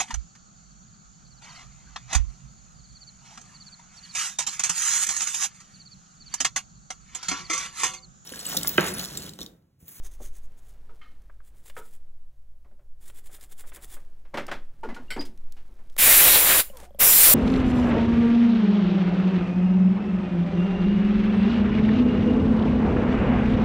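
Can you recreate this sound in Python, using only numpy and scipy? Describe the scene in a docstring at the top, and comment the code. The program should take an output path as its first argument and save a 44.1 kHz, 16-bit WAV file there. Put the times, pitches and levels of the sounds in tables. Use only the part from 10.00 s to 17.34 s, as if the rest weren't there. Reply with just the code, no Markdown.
"""A can sprays alcohol twice, close by: the nozzle hisses and droplets patter on a circuit board.
Between the bursts its valve plinks and squeaks, and the liquid fizzes. Earlier, a toothbrush scrubs the
board's connector in quick strokes, board and tools knock on the workbench, and the can is picked up,
sloshing and pinging. Under it all lie a slow rumble and a faint hum. One microphone, a small dry room."""
import sys
import numpy as np
from scipy import signal
from scipy.fft import rfft, irfft, next_fast_len
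from scipy.io import wavfile
from scipy.ndimage import uniform_filter1d, map_coordinates

SR = 44100
rng = np.random.default_rng(int(sys.argv[2]) if len(sys.argv) > 2 else 0)


def digitize_waveform(pressure):
    """Quantize a signal to 16-bit integers and store it at the path in sys.argv[1].

    Rows of a 2-D input are taken as channels; values are limited to [-1, 1].
    """
    field = np.atleast_2d(pressure).T
    bounded = np.clip(field, -1, 1)
    quanta = np.round(bounded * 32767).astype(np.int16)
    wavfile.write(sys.argv[1], SR, quanta)


N = 323694
TIME = np.arange(N) / SR


def gain_of(db):
    """Turns decibels into a number to multiply by."""
    return 10 ** (np.asarray(db) / 20)


def evened(x):
    """Scales a signal to an average strength (rms) of 1."""
    return x / np.sqrt(np.mean(x ** 2) + 1e-20)


def lifts(peaks, hz):
    """The dB that a thing's ringing peaks add at each frequency."""
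    return sum(db / (1 + (2 * (hz - f) / width) ** 2) for f, width, db in peaks)


def noise(spectrum, peaks=(), drive=None):
    """White noise, or a given drive, shaped by a tone colour and ringing peaks; rms 1."""
    size = next_fast_len(N)
    hz = np.fft.rfftfreq(size, 1 / SR)
    drive = rng.standard_normal(N) if drive is None else drive
    f, db = np.transpose(spectrum)
    colour_db = np.interp(np.log(hz + .1), np.log(f), db) + lifts(peaks, hz)
    return evened(irfft(rfft(drive, size) * gain_of(colour_db), size)[:N])


def grains(per_s, spread_db, share):
    """Tiny random hits carry a share of the power; smooth noise is the rest."""
    sizes_db = np.minimum(spread_db * rng.exponential(1, N), 17)
    hits = gain_of(sizes_db) * rng.choice([-1, 1], N) * (rng.random(N) < per_s / SR)
    return np.sqrt(share) * evened(hits) + np.sqrt(1 - share) * rng.standard_normal(N)


def wander(rate):
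    """A random wobble that changes about rate times a second."""
    return evened(np.interp(TIME * rate, np.arange(8000), rng.standard_normal(8000)))


def spell(start, end, rise_s, fall_s):
    """A volume that swells up to start, holds, and dies away after end."""
    return np.exp(-np.maximum(start - TIME, 0) / rise_s - np.maximum(TIME - end, 0) / fall_s)


def singing(rows, width_hz):
    """A band of noise that glides along rows of t/s, f/Hz, level/dB."""
    s, hz, db = np.transpose(rows)
    turn = np.exp(2j * np.pi * np.cumsum(np.interp(TIME, s, hz)) / SR)
    r = np.exp(-np.pi * width_hz / SR)
    # shift the band down to 0 Hz, smooth it twice, shift it back
    smooth = signal.lfilter([1], [1, -2 * r, r * r], rng.standard_normal(N) / turn)
    return gain_of(np.interp(TIME, s, db)) * evened((turn * smooth).real)


def add(mix, s, sound):
    """Mixes a sound in at time s."""
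    part = mix[max(round(s * SR), 0):][:len(sound)]
    part += sound[:len(part)]


def room(x, t60, wet_db, gap_s=0.0044):
    """The walls add a short wash of echoes; t60 is the seconds it takes to fade by 60 dB."""
    t = np.arange(SR // 2) / SR
    tail = rng.standard_normal(len(t)) * np.exp(-np.log(1000) * t / t60) * (t > gap_s)
    return x + gain_of(wet_db) * signal.fftconvolve(x, tail / np.linalg.norm(tail))[:N]


# tone colours of the rumble and the hiss: f/Hz, relative level/dB
RUMBLE_COLOUR = [(1, -2.5), (3, 1), (6.5, 7), (9, 3), (16, -15.5), (23, -13), (38, -28.5), (52, -17),
                 (65, -32), (100, -48), (200, -72.5)]
HISS_COLOUR = [(59, -13), (100, -11.5), (137, -7.5), (170, -9.5), (314, -18), (580, -15), (659, -19),
               (2560, -34.5), (13900, -54), (15800, -57)]
# how the deepest rumble swells and sinks: t/s, level/dB
RUMBLE_SWELL = [(0, -29), (.45, -29.5), (.6, -40), (2.5, -39), (4.2, -32.5), (4.6, -32), (5.7, -31),
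                (7.3, -42)]
# tones of the electric hum: f/Hz, level/dB
HUM_TONES = [(44.5, -65), (120, -72)]
# a low drone comes and goes: start/s, end/s, level/dB, f/Hz
DRONES = [(-.1, 0.475, -48, 43.1), (0.687, 1.378, -54.5, 43), (6.68, 6.993, -52, 58.3)]


def background(deep_hz=40, upper_rumble_db=-37, hiss_db=-75.5):
    """A slow rumble, a wavering hum, a low drone and a steady hiss."""
    hum = sum(gain_of(db) * np.sin(2 * np.pi * hz * TIME + 0.13 * wander(2.9)) for hz, db in HUM_TONES)
    drone = sum(gain_of(db) * spell(start, end, rise_s=0.03, fall_s=0.027)
                * np.sin(2 * np.pi * hz * TIME) for start, end, db, hz in DRONES)
    rumble = noise(RUMBLE_COLOUR)
    deep = signal.sosfiltfilt(signal.butter(4, deep_hz, fs=SR, output="sos"), rumble)
    swell = gain_of(np.interp(TIME, *np.transpose(RUMBLE_SWELL)))
    rumble = deep * swell + (rumble - deep) * gain_of(upper_rumble_db)
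    return rumble + np.sqrt(2) * (hum + drone) + gain_of(hiss_db) * noise(HISS_COLOUR)


# hands shift things about: start/s, end/s, level/dB, extra bass/dB
HAND_MOVES = [(-.1, 1.124, -63.5, 0), (1.507, 1.924, -67, 0), (3.033, 3.55, -66, 0), (3.67, 3.997, -62, 0),
              (4.298, 4.805, -65.5, 4.5), (5.026, 5.106, -59, 5), (5.408, 5.878, -62.5, -1.5),
              (6.0, 7.4, -65.5, -5)]
# tone colour of the rubbing: f/Hz, relative level/dB
RUB_COLOUR = [(100, 13), (300, 4.5), (700, -0.5), (1700, -7), (3500, -14), (6000, -18.5), (15800, -25)]


def handling(crackle_db=-16, bass_hz=210):
    """Fingers and board rub softly, with fine bright crackles; heavy things add bass."""
    moves = [(gain_of(db) * spell(start, end, rise_s=0.035, fall_s=0.3), gain_of(bass_db))
             for start, end, db, bass_db in HAND_MOVES]
    effort = np.max([gain for gain, weight in moves], axis=0)
    heft = np.max([gain * weight for gain, weight in moves], axis=0)
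    rub = noise(RUB_COLOUR, drive=grains(per_s=240, spread_db=7.5, share=0.18))
    bass = signal.sosfiltfilt(signal.butter(2, bass_hz, fs=SR, output="sos"), rub)
    specks = grains(per_s=300, spread_db=6.5, share=0.8)
    crackle = noise([(1500, -8), (6000, -6), (15000, -9)], drive=specks) * gain_of(3.3 * wander(28))
    return heft * bass + effort * (rub - bass + gain_of(crackle_db) * crackle)


# how the bench rings, used for any knock with no ring of its own: f/Hz, width/Hz, boost/dB
BENCH_RING = [(222, 34, 7.5), (375, 43, 5), (574, 21, 11.5), (1540, 190, 1.5), (2050, 830, 3),
              (3280, 250, 3.5), (5430, 670, 1)]


def knock(s, db, bright_hz, low_hz, fall_db, t60, peaks=BENCH_RING, rise_s=0.00088):
    """A hit makes a thing ring, weaker by fall_db an octave above bright_hz; the bass lingers."""
    out, t = np.zeros(N), np.arange(16384) / SR
    hz = np.fft.rfftfreq(len(t), 1 / SR) + 1
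    low_cut = (1 + (low_hz / hz) ** 4) * (1 + (60 / hz) ** 8)
    high_cut = (1 + (hz / bright_hz) ** 4) ** (fall_db / 12)
    colour = gain_of(lifts(peaks, hz)) / np.sqrt(low_cut * high_cut)
    ring = evened(irfft(colour * np.exp(2j * np.pi * rng.random(len(hz)))))
    bass = irfft(rfft(ring) / (1 + (hz / 380) ** 4))
    decay = np.exp(-np.log(1000) * t / t60)
    crack = gain_of(np.exp(-t / .0037))  # 1 dB extra at the very start
    strike = decay * crack * (1 - np.exp(-t / rise_s))
    swell = decay ** (1 / 1.76) * (1 - np.exp(-t / 0.0079))
    add(out, s, gain_of(db) * ((ring - bass) * strike + bass * swell))
    return out


# how the board and a small tool ring: f/Hz, width/Hz, boost/dB
BOARD_RING = [(455, 210, 21.5), (943, 17, 16), (1282, 51, 16), (1414, 160, 19), (1800, 140, 4.7),
              (2230, 260, 7.9), (3400, 570, 3.1)]
TOOL_RING = [(1250, 130, 16), (1510, 49, 4.6), (1830, 93, 14), (2157, 39, 22), (3090, 96, 17),
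             (4100, 130, 11), (4560, 120, 6)]
# knocks around the bench: t/s, level/dB, brightness/Hz
BOARD_ROCKS = [(0.893, -52, 700), (1.766, -35, 1110)]
TOOL_NUDGES = [(1.014, -50, 2900)]
SET_DOWNS = [(2.646, -59.5, 900), (2.711, -60.5, 650), (2.791, -63, 850), (4.251, -57, 1520),
             (4.341, -30, 1510), (4.372, -24.5, 1680), (4.481, -33.5, 1330), (4.514, -28.5, 1950)]
TICKS = [(0.703, -56, 8050), (1.219, -60, 12000), (3.41, -43, 12000), (4.466, -37.5, 8000),
         (5.375, -52, 4500), (5.522, -41, 12100), (5.898, -51.5, 4970), (6.77, -34.5, 13200),
         (6.801, -40, 11800)]
# the low thud under knocks of the board, bench and can: t/s, level/dB, brightness/Hz
DEEP_THUDS = [(1.768, -58, 230), (4.335, -35, 543), (4.48, -49, 249), (5.159, -41.5, 200),
              (5.691, -63.5, 304)]


def bench_clatter():
    """The board rocks, a tool is nudged, things land, some knocks thud, fingers and droplets tick."""
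    board = sum(knock(*row, low_hz=586, fall_db=8.5, t60=0.17, peaks=BOARD_RING) for row in BOARD_ROCKS)
    tool = sum(knock(*row, low_hz=1090, fall_db=18, t60=0.31, peaks=TOOL_RING) for row in TOOL_NUDGES)
    things = sum(knock(*row, low_hz=250, fall_db=12, t60=.16) for row in SET_DOWNS)
    thuds = sum(knock(*row, low_hz=60, fall_db=15, t60=0.21) for row in DEEP_THUDS)
    ticks = sum(knock(*row, low_hz=3200, fall_db=8, t60=0.017) for row in TICKS)
    return board + tool + things + thuds + ticks


# bumps of the brush head, and at 0.2 s one knock on the bench: t/s, level/dB, brightness/Hz, fade time/s
HEAD_BUMPS = [(0.202, -38, 546, 0.092), (1.698, -42, 3800, 0.032), (3.099, -44.5, 3400, 0.025),
              (3.293, -53.5, 1690, 0.082), (3.384, -57, 1600, 0.081), (3.636, -51.5, 1900, 0.14),
              (3.718, -45.5, 2400, 0.06), (3.765, -50.5, 2200, 0.17), (3.965, -50.5, 2000, 0.13)]
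# taps of its handle: t/s, level/dB, brightness/Hz
HANDLE_TAPS = [(1.297, -50.5, 1640), (1.402, -55.5, 1800)]


def brush_knocks():
    """The brush head bumps the connector, something knocks on the bench, and the hollow handle taps the board's
    edge."""
    head = sum(knock(s, db, hz, low_hz=340, fall_db=22.5, t60=t60) for s, db, hz, t60 in HEAD_BUMPS)
    handle = sum(knock(*row, low_hz=1330, fall_db=35.5, t60=0.044) for row in HANDLE_TAPS)
    return head + handle


# brush strokes, timed at their fastest moment: t/s, length/s, level/dB
STROKES = [(0.062, 0.055, -47.5), (0.139, 0.057, -56.5), (0.253, 0.088, -49), (0.37, 0.066, -57),
           (0.447, 0.05, -63.5), (.592, .04, -63), (0.687, 0.13, -66), (1.476, 0.07, -62.5),
           (1.586, 0.1, -67), (1.681, 0.081, -52), (1.787, 0.06, -49), (1.866, 0.086, -57.5),
           (1.942, 0.092, -61), (3.024, 0.032, -58), (3.079, 0.085, -53), (3.181, 0.07, -52),
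           (3.268, 0.056, -53.5), (3.349, 0.073, -48.5), (3.436, 0.061, -49), (3.523, 0.047, -51),
           (3.606, 0.059, -47), (3.688, 0.045, -50.5), (3.761, 0.046, -44), (3.84, 0.049, -45.5),
           (3.936, 0.088, -45.5)]
# tone colour of the bristles: f/Hz, relative level/dB
BRISTLE_COLOUR = [(150, -28), (250, -4), (413, 2.5), (660, -17), (733, 1), (842, -8), (1600, -5),
                  (1810, -3), (2840, -8.5), (3430, -6.5), (5480, -17), (7490, -2.5), (15000, -6.5),
                  (15800, -0.5)]
# how the connector's plastic slots ring: f/Hz, width/Hz, boost/dB
SLOT_RING = [(1950, 270, 0.5), (3520, 630, 5), (5000, 310, 9), (9550, 310, 4)]
# where the bristles hiss most: t/s, f/Hz, level next to the stroke/dB
BRISTLE_HISS = [(0, 6350, -4.5), (.45, 6560, -6.5), (1.5, 7350, -15), (4, 7350, -14)]


def brush(snap_db=-7, lean=0.19, catch_db=2.0):
    """Bristles drag over the pins, catch and snap free; a stroke stops faster than it builds up."""
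    power = np.zeros(N)
    for s, length, db in STROKES:
        travel = 4 * (TIME - s) / length
        power += gain_of(2 * db) * np.exp(-(travel * (1 + lean * np.tanh(travel))) ** 2)
    drag = noise(BRISTLE_COLOUR, SLOT_RING, drive=grains(per_s=6100, spread_db=27, share=0.26))
    flicks = grains(per_s=490, spread_db=23, share=1)
    snaps = noise([(3500, -11), (6500, -2.5), (10000, 1), (15000, -10.5)], drive=flicks)
    volume = np.sqrt(power) * gain_of(catch_db * wander(260))
    return volume * (drag + gain_of(snap_db) * snaps + singing(BRISTLE_HISS, width_hz=1100))


# how the can and its plastic cap ring: f/Hz, width/Hz, boost/dB
CAN_RING = [(227, 110, 13.7), (362, 29, 10.4), (452, 33, 4.3), (896, 160, 5.4), (1390, 48, 4.8),
            (1720, 105, 6.3), (2180, 110, 2.9), (2910, 130, 4.6)]
CAP_RING = [(1510, 35, 23), (2170, 340, 17), (3090, 120, 16.5), (4540, 680, 10), (5400, 280, 9),
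            (6350, 960, -15), (7750, 1100, 10.5), (11000, 1200, 6)]
# short sounds of the can: t/s, level/dB, brightness/Hz
CAN_KNOCKS = [(4.833, -35, 950), (4.888, -37.5, 1120), (4.963, -40, 1000), (5.162, -30, 724),
              (5.566, -55, 2660), (5.69, -59.5, 450), (5.789, -59.5, 1210)]
CAP_CLACKS = [(5.104, -31, 4200), (5.11, -34.5, 3000)]
FINGER_SCUFFS = [(4.944, -45, 3300), (5.206, -39, 3440), (5.251, -45.5, 7000)]
VALVE_SPITS = [(5.965, -30.5, 498)]


def can_clatter():
    """The can is gripped, its cap clacks, fingers scuff it, and the valve spits before it opens."""
    can = sum(knock(*row, low_hz=287, fall_db=10.5, t60=0.22, peaks=CAN_RING) for row in CAN_KNOCKS)
    cap = sum(knock(*row, low_hz=150, fall_db=8.5, t60=0.16, peaks=CAP_RING) for row in CAP_CLACKS)
    scuffs = sum(knock(*row, low_hz=1760, fall_db=10, t60=0.11, rise_s=0.0022) for row in FINGER_SCUFFS)
    spits = sum(knock(*row, low_hz=150, fall_db=2.5, t60=0.017) for row in VALVE_SPITS)
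    return can + cap + scuffs + spits


# liquid sloshes as the can is lifted: t/s, level/dB, starting f/Hz, length/s
SLOSHES = [(4.838, -37, 543, 0.035), (4.867, -40, 279, 0.043), (4.915, -37, 287, 0.027),
           (4.98, -48, 322, .05), (5.166, -38, 356, 0.06), (5.258, -58, 301, 0.062)]


def gulps(end_pitch_ratio=0.69):
    """Each slosh makes a short tone that falls as its air pocket grows."""
    out = np.zeros(N)
    for s, db, start_hz, length in SLOSHES:
        progress = np.linspace(0, 1, round(length * SR))
        phase = 2 * np.pi * np.cumsum(start_hz * end_pitch_ratio ** progress) / SR
        swell = np.sin(np.pi * progress ** 1.13) ** 2
        add(out, s, gain_of(db) * np.sqrt(2) * swell * np.sin(phase))
    return out


def note(db, hz, t60, rise_s):
    """One pure tone swells briefly and dies away."""
    t = np.arange(SR // 3) / SR
    shape = np.minimum(t / rise_s, 1) * np.exp(-np.log(1000) * np.maximum(t - rise_s, 0) / t60)
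    return gain_of(db) * shape * np.sqrt(2) * np.sin(2 * np.pi * hz * t)


# pings of the can: t/s, level/dB, f/Hz, fade time/s
CAN_PINGS = [(4.831, -32.5, 890, 0.091), (4.835, -41, 1428, 0.14), (4.9, -46.5, 2026, 0.13),
             (4.963, -38.5, 1440, 0.084), (5.08, -58, 2800, 0.077), (5.192, -33, 4876, 0.11),
             (5.204, -42, 4940, 0.17), (6.697, -48, 2930, 0.017)]
# plinks of the valve: t/s, level/dB
VALVE_PLINKS = [(6.7, -42.5), (6.828, -45), (6.907, -48.5), (6.947, -44), (6.987, -42)]
# the notes in one plink: f/Hz, relative level/dB, fade time/s
VALVE_NOTES = [(564, 2, 0.046), (205, -9.5, 0.11), (3270, -15, 0.011), (12300, -14.5, .012)]


def pings():
    """The can rings in single notes; every plink of the valve rings the same few together."""
    out = np.zeros(N)
    for s, db, hz, t60 in CAN_PINGS:
        add(out, s, note(db, hz, t60, rise_s=.004))
    for s, db in VALVE_PLINKS:
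        add(out, s, sum(note(db + note_db, hz, t60, rise_s=0.00093) for hz, note_db, t60 in VALVE_NOTES))
    return out


def squeak(start_s=6.734, end_s=6.895, start_hz=540, end_hz=368, sag_hz_per_s=1550):
    """The settling valve squeaks: a rasping tone sags in pitch and weakens under its octave."""
    pitch = np.clip(start_hz - sag_hz_per_s * (TIME - start_s), end_hz, start_hz)
    pitch *= 1 + 0.033 * wander(250)
    phase = 2 * np.pi * np.cumsum(pitch) / SR
    hollow = gain_of(lifts([(560, 220, 23)], pitch) - 15.5)  # the can favours pitches near its own note
    tone = hollow * np.sin(phase) + gain_of(-2) * np.sin(2 * phase)
    fade = gain_of(-52 - 12 * np.maximum(TIME - start_s, 0))
    rasp = 1 + 0.27 * wander(680)
    return fade * spell(start_s, end_s, rise_s=0.0022, fall_s=0.0054) * tone * rasp


# foam on the wet board: start/s, end/s, level/dB
FOAMING = [(6.596, 6.693, -62), (6.801, 6.852, -51)]


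def fizz():
    """Tiny bubbles burst in the liquid after the first spray."""
    foam = sum(gain_of(db) * spell(start, end, rise_s=0.05, fall_s=0.012) for start, end, db in FOAMING)
    bubbles = grains(per_s=760, spread_db=15, share=0.44)
    return foam * noise([(1000, 8), (2500, 0.5), (5000, -5.5), (9000, -1.5), (15000, -12)], drive=bubbles)


def valve_flow(pressed, let_go, opening_s, shut_db_per_s=760, dribble_db=-13.5, dribble_db_per_s=258):
    """The valve opens, holds and snaps shut; then its stem dribbles empty."""
    shut_s = np.maximum(TIME - let_go, 0)
    opening = 1 - np.exp(-(np.maximum(TIME - pressed, 0) / opening_s) ** 2)
    return opening * gain_of(np.maximum(-shut_db_per_s * shut_s, dribble_db - dribble_db_per_s * shut_s))


def shimmer(hiss, depth_db=2.5, frames=18):
    """Narrow bands of the hiss flicker louder and softer, a tenth of a second at a time."""
    bands = signal.stft(hiss, nperseg=1024, noverlap=768)[2]

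    def patches(width):
        across_bands = uniform_filter1d(rng.standard_normal(bands.shape), width, axis=0)
        return evened(uniform_filter1d(across_bands, frames, axis=1))

    flicker_db = depth_db * evened(patches(3) + 0.32 * patches(25))
    return evened(signal.istft(bands * gain_of(flicker_db), nperseg=1024, noverlap=768)[1][:N])


# presses of the nozzle: start/s, end/s, opening time/s
PRESSES = [(5.976, 6.605, .012), (6.987, 7.4, .017)]
# aim of the can, one list a burst: t/s, spray level/dB, splash offset/dB
AIM = [
    [(5.995, -18, -6.5), (6.023, -14.5, -8), (6.101, -13.5, -8.5), (6.347, -14, -6.5), (6.435, -17.5, -7.5),
     (6.515, -17, -3.5), (6.6, -17, -7.5)],
    [(7.015, -14, -13), (7.113, -13.5, -17), (7.247, -11.5, -12), (7.33, -12.5, -13.5)],
]
# tone colours of the jet, the droplets and the rush of air: f/Hz, relative level/dB
JET_COLOUR = [(3500, -17.5), (5500, -10), (6400, -10), (7400, -6.5), (9500, -5), (11500, -1.5), (13500, 0),
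              (15800, -6.5)]
SPLASH_COLOUR = [(500, -37.5), (1000, -14), (1400, -2.5), (1950, 0), (2500, -0.5), (3100, -2.5),
                 (3700, -0.5), (4600, -5), (6500, -21.5), (11000, -33)]
AIR_COLOUR = [(25, 3.5), (70, -0.5), (170, -7), (300, -3.5), (550, 2.5), (800, -0.5), (1200, -1.5),
              (2500, -18.5)]
# whistles of the nozzle: f/Hz, width/Hz, boost/dB
NOZZLE_WHISTLES = [(7200, 340, 4.5), (8670, 290, 1.5), (8920, 250, 2), (10230, 310, 3.5), (12500, 450, 1),
                   (15100, 710, 7)]
# the gap that the jet hits sings: t/s, f/Hz, level next to the droplets/dB
GAP_SONG = [(6.0, 2750, -2), (6.13, 2020, -1.5), (6.24, 2500, -9), (6.3, 3800, -8), (6.36, 3900, 0),
            (6.4, 1830, -13), (6.5, 1900, 0.5), (6.62, 1950, -14.5), (7.0, 2200, -1), (7.09, 2090, 1),
            (7.15, 4100, -0.5), (7.34, 4200, -11)]


def spray(jet_db=1, splash_db=-2.5, air_db=-34, bounce=.06):
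    """The nozzle hisses, droplets patter on the board, a gap sings, and rushing air buffets it."""
    aim = np.vstack(AIM)
    spray_db, wet_db = (np.interp(TIME, aim[:, 0], column) for column in aim.T[1:])
    jet = shimmer(noise(JET_COLOUR, NOZZLE_WHISTLES)) * gain_of(jet_db)
    patter = noise(SPLASH_COLOUR, drive=grains(per_s=2500, spread_db=0, share=0.44))
    splash = (patter + singing(GAP_SONG, width_hz=1420)) * gain_of(splash_db + wet_db + 0.98 * wander(60))
    air = noise(AIR_COLOUR, drive=grains(per_s=1100, spread_db=7.5, share=0.26))
    air *= gain_of(air_db + 3.6 * wander(25))
    direct = sum(valve_flow(*row) for row in PRESSES) * (gain_of(spray_db) * (jet + splash) + air)
    # the echo off the bench drifts as the can is moved
    delay_s = 0.0039 + .00005 * wander(4)
    echo = map_coordinates(direct, [np.arange(N) - delay_s * SR], order=3)
    return (direct + bounce * echo) / np.sqrt(1 + bounce ** 2)


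def scene():
    """All sources at one microphone, the same in both channels."""
    knocks = brush_knocks() + bench_clatter() + can_clatter()
    bench = room(knocks + gulps() + brush(), t60=0.33, wet_db=-14.5)
    can = room(spray(), t60=0.18, wet_db=-18.5) + pings() + squeak() + fizz()
    return np.tile(bench + can + handling() + background(), (2, 1))


def record(dry):
    """Cuts off the very highest treble steeply."""
    low_pass = signal.firwin(1001, 15780, window=("kaiser", 8), fs=SR)
    return signal.oaconvolve(dry, low_pass[None], "same", axes=1)


dry = scene()
out = record(dry)
digitize_waveform(out)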